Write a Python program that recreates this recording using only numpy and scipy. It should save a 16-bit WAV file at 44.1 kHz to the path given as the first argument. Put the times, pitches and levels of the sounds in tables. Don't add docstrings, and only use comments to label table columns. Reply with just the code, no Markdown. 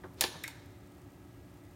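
import sys
import numpy as np
from scipy import signal
from scipy.fft import rfft, irfft, next_fast_len
from scipy.io import wavfile
from scipy.ndimage import uniform_filter1d

SR = 44100
rng = np.random.default_rng(int(sys.argv[2]) if len(sys.argv) > 2 else 0)


def unload_audio(sound):
    columns = np.transpose(np.atleast_2d(sound))
    steps = np.round(np.clip(columns, -1, 1) * 32767)
    wavfile.write(sys.argv[1], SR, steps.astype(np.int16))


N = 77175

# frequency in Hz, relative level in dB, T60 in seconds.
SHELL_MODES = [(365.3, 8, 0.14), (490, 2.5, 0.068), (645, 0.5, 0.053), (792, 5.5, 0.033), (890, 5.5, 0.084),
               (1155, -3, 0.12), (1747, -3, 0.045), (2423, -18.5, 0.071), (2690, -25, .06),
               (3170, -5.5, 0.027), (3495, -7, 0.036), (3450, -30, 0.11), (4795, -6, 0.064),
               (5540, -1, .08)]


def undb(db):
    return 10 ** (np.asarray(db) / 20)


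def unit(x):
    return x / np.sqrt(np.sum(x ** 2) + 1e-18)


def decay(t60):
    return np.exp(-np.minimum(np.log(1000) * np.arange(N) / SR / t60, 60))


def delay(x, seconds):
    return np.concatenate([np.zeros(int(seconds * SR)), x])[:N]


def colour(x, points):
    size = next_fast_len(2 * N)
    hz, db = np.array(points, float).T
    bins_hz = np.maximum(np.fft.rfftfreq(size, 1 / SR), 1)
    gain = undb(np.interp(np.log(bins_hz), np.log(hz), db))
    cepstrum = irfft(np.log(gain), size)
    cepstrum[1:size // 2] *= 2
    cepstrum[size // 2 + 1:] = 0
    return irfft(rfft(x, size) * np.exp(rfft(cepstrum)), size)[:N]


def band(x, low_hz, high_hz):
    edges_hz = [min(low_hz, high_hz / np.sqrt(2)), high_hz]
    return signal.sosfilt(signal.butter(2, edges_hz, "band", fs=SR, output="sos"), x)


def burst(t60):
    return unit(rng.standard_normal(N) * decay(t60))


def ring(modes, centre_hz, spread_octaves=0.39):
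    t = np.arange(N // 2) / SR
    out = np.zeros(N)
    for hz, db, t60 in modes:
        detuning = np.log2(hz / centre_hz) / spread_octaves
        weight = rng.choice([-1, 1]) * undb(db) / (1 + detuning ** 2)
        out[:len(t)] += weight * unit(np.sin(2 * np.pi * hz * t) * decay(t60)[:len(t)])
    return unit(out)


def crack(t60, contact_db=-8):
    out = burst(t60)
    out[0] += undb(contact_db)
    return out


def impacts(blows, spectrum, modes, crack_t60):
    cracks, pulses, rings = np.zeros((3, N))
    for start, db, low_hz, high_hz, ring_db, centre_hz in blows:
        cracks += undb(db) * delay(unit(band(crack(crack_t60), low_hz, high_hz)), start)
        pulse = unit(band(signal.unit_impulse(N) + 1e-18, low_hz, high_hz))
        pulses += undb(db) * delay(pulse, start)
        rings += undb(ring_db) * delay(ring(modes, centre_hz), start)
    direct = colour(cracks, spectrum) + rings
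    radiated = colour(pulses, spectrum) + undb(-2.5) * rings
    return np.array([direct, radiated])


def fan(air_db=-54, linewidth_hz=3.62):
    # frequency in Hz, relative spectral density in dB.
    air_spectrum = [(20, -62), (40, -19), (60, -5), (100, -0.5), (140, -7), (185, -5), (215, -14),
                    (300, -6), (365, -12), (400, -16.5), (520, -20.5), (620, -18.5), (800, -20),
                    (1080, -26), (1260, -22.5), (1450, -29.5), (2000, -28.5), (3000, -33.5), (5000, -38.5),
                    (9000, -39), (16000, -41)]
    # frequency in Hz, RMS level in dB.
    hum_tones = [(95, -66), (119, -65), (285, -62.5), (360, -64), (578, -73.5), (1290, -79.5),
                 (1650, -79.5), (1945, -82)]
    t = np.arange(N) / SR
    air = colour(rng.standard_normal(N), air_spectrum)
    out = undb(air_db) * air / air.std()
    for hz, db in hum_tones:
        drift = np.cumsum(rng.standard_normal(N)) * np.sqrt(2 * np.pi * linewidth_hz / SR)
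        phase = 2 * np.pi * hz * t + uniform_filter1d(drift, size=900)
        out += undb(db) * np.sqrt(2) * np.sin(phase)
    return out


def sizzle(pops_per_s=140, level_db=-78, spread_db=4.5):
    onsets = rng.random(N) < pops_per_s / SR
    strengths = undb(spread_db * np.clip(rng.standard_normal(N), -2, 2))
    envelope = signal.fftconvolve(onsets * strengths, decay(t60=0.0082))[:N]
    fizz = band(envelope * rng.standard_normal(N), low_hz=3000, high_hz=15900)
    return undb(level_db) * fizz / fizz.std()


def knocks():
    # start in seconds, level before colouring in dB, low and high band edges in Hz,
    # ring level in dB, ring centre in Hz.
    blows = [(0.0368, -20.5, 870, 2200, -26.5, 1500), (0.0415, -12.5, 230, 1760, -15, 370),
             (0.0575, -21, 695, 1600, -68, 1100), (0.2350, -25.5, 68.4, 375, -23, 408),
             (0.3430, -20, 586, 1600, -38, 900), (0.3545, -13, 166, 605, -51, 450)]
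    # frequency in Hz, gain in dB.
    spectrum = [(100, 6.5), (400, -12.5), (700, -7.5), (1450, -6.5), (2600, -21.5), (4200, -12),
                (8000, -40)]
    return impacts(blows, spectrum, SHELL_MODES, crack_t60=0.039)


def latch(slip_start_s=0.1596, slip_rise_s=0.047, slip_db=-53.5):
    # start in seconds, crack level before colouring in dB,
    # low and high band edges in Hz, ring level in dB, ring centre in Hz.
    blows = [(0.2095, 1, 2820, 17700, -10.5, 3700), (0.2135, -8, 1780, 9000, -10.5, 676),
             (0.2225, -16, 1500, 9000, -10, 1740), (0.2396, -7, 2100, 5700, -11, 1740),
             (0.2410, -17, 302, 1530, -12.5, 440), (0.2497, -27, 2840, 5200, -61, 3530)]
    # frequency in Hz, gain in dB.
    scrape_spectrum = [(500, -2.5), (2500, -11), (4200, -6), (6000, -13), (16000, -27)]
    crack_spectrum = [(300, 10.5), (2500, 2.5), (4200, 6), (5400, 0.5), (7000, 3.5), (8300, -3.5),
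                      (9700, 7), (11000, -0.5), (13500, 2.5), (16000, -3)]
    t = np.arange(N) / SR
    release_s = blows[0][0]
    pressure = np.clip((t - slip_start_s) / slip_rise_s, 0, 1) * (t < release_s)
    friction = colour(rng.standard_normal(N), scrape_spectrum)
    scrape = undb(slip_db) * pressure * friction / friction.std()
    return scrape + impacts(blows, crack_spectrum, SHELL_MODES, crack_t60=0.016)


def hinge():
    # start in seconds, level before colouring in dB, low and high band edges in Hz,
    # ring level in dB, ring centre in Hz.
    blows = [(0.4373, -19.5, 4400, 16800, -43, 3700), (0.4390, -29, 1500, 14000, -14, 3700),
             (0.4402, -18, 1560, 2350, -21.5, 2120), (0.4786, -20, 1300, 16300, -22.5, 3900),
             (0.4810, -25.5, 800, 12000, -21.5, 900)]
    # frequency in Hz, gain in dB.
    spectrum = [(500, 5.5), (2000, 7.5), (3800, 1), (6000, 2), (8600, 4.5), (10500, 0), (13000, 4.5),
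                (16000, -6)]
    # frequency in Hz, relative level in dB, T60 in seconds.
    modes = [(915, -14, 0.031), (1470, -13, .04), (1712, -21, 0.2), (2057, -2, .26), (2186, 5, 0.1),
             (3730, -14, 0.026), (5440, -12, 0.073)]
    return impacts(blows, spectrum, modes, crack_t60=0.021)


def kitchen(direct, radiated):
    # frequency in Hz, gain in dB.
    early_spectrum = [(100, -8.5), (500, -5), (1500, -5.5), (4000, -5), (8000, -9.5), (16000, -9)]
    late_spectrum = [(100, -13), (500, -9), (1500, -9), (2600, -13.5), (3700, -10), (4800, -14.5),
                     (6000, -11), (8000, -15.5), (10000, -11.5), (16000, -24.5)]
    early = colour(delay(burst(t60=0.15), seconds=0.005), early_spectrum)
    tail = band(burst(t60=1), 40, 6000) + band(burst(t60=0.38), 6000, 20000)
    late = colour(delay(tail, seconds=0.018), late_spectrum)
    return direct + signal.fftconvolve(radiated, early + late)[:N]


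def scene():
    direct, radiated = knocks() + latch() + hinge()
    return (kitchen(direct, radiated) + fan() + sizzle())[None]


def record(dry, dip_hz=10440, dip_depth=0.7, cutoff_hz=16100):
    notched = signal.lfilter(*signal.iirnotch(dip_hz, Q=21, fs=SR), dry)
    heard = dry + dip_depth * (notched - dry)
    return signal.sosfilt(signal.ellip(10, 0.2, 80, cutoff_hz, fs=SR, output="sos"), heard)


dry = scene()
out = record(dry)
unload_audio(out)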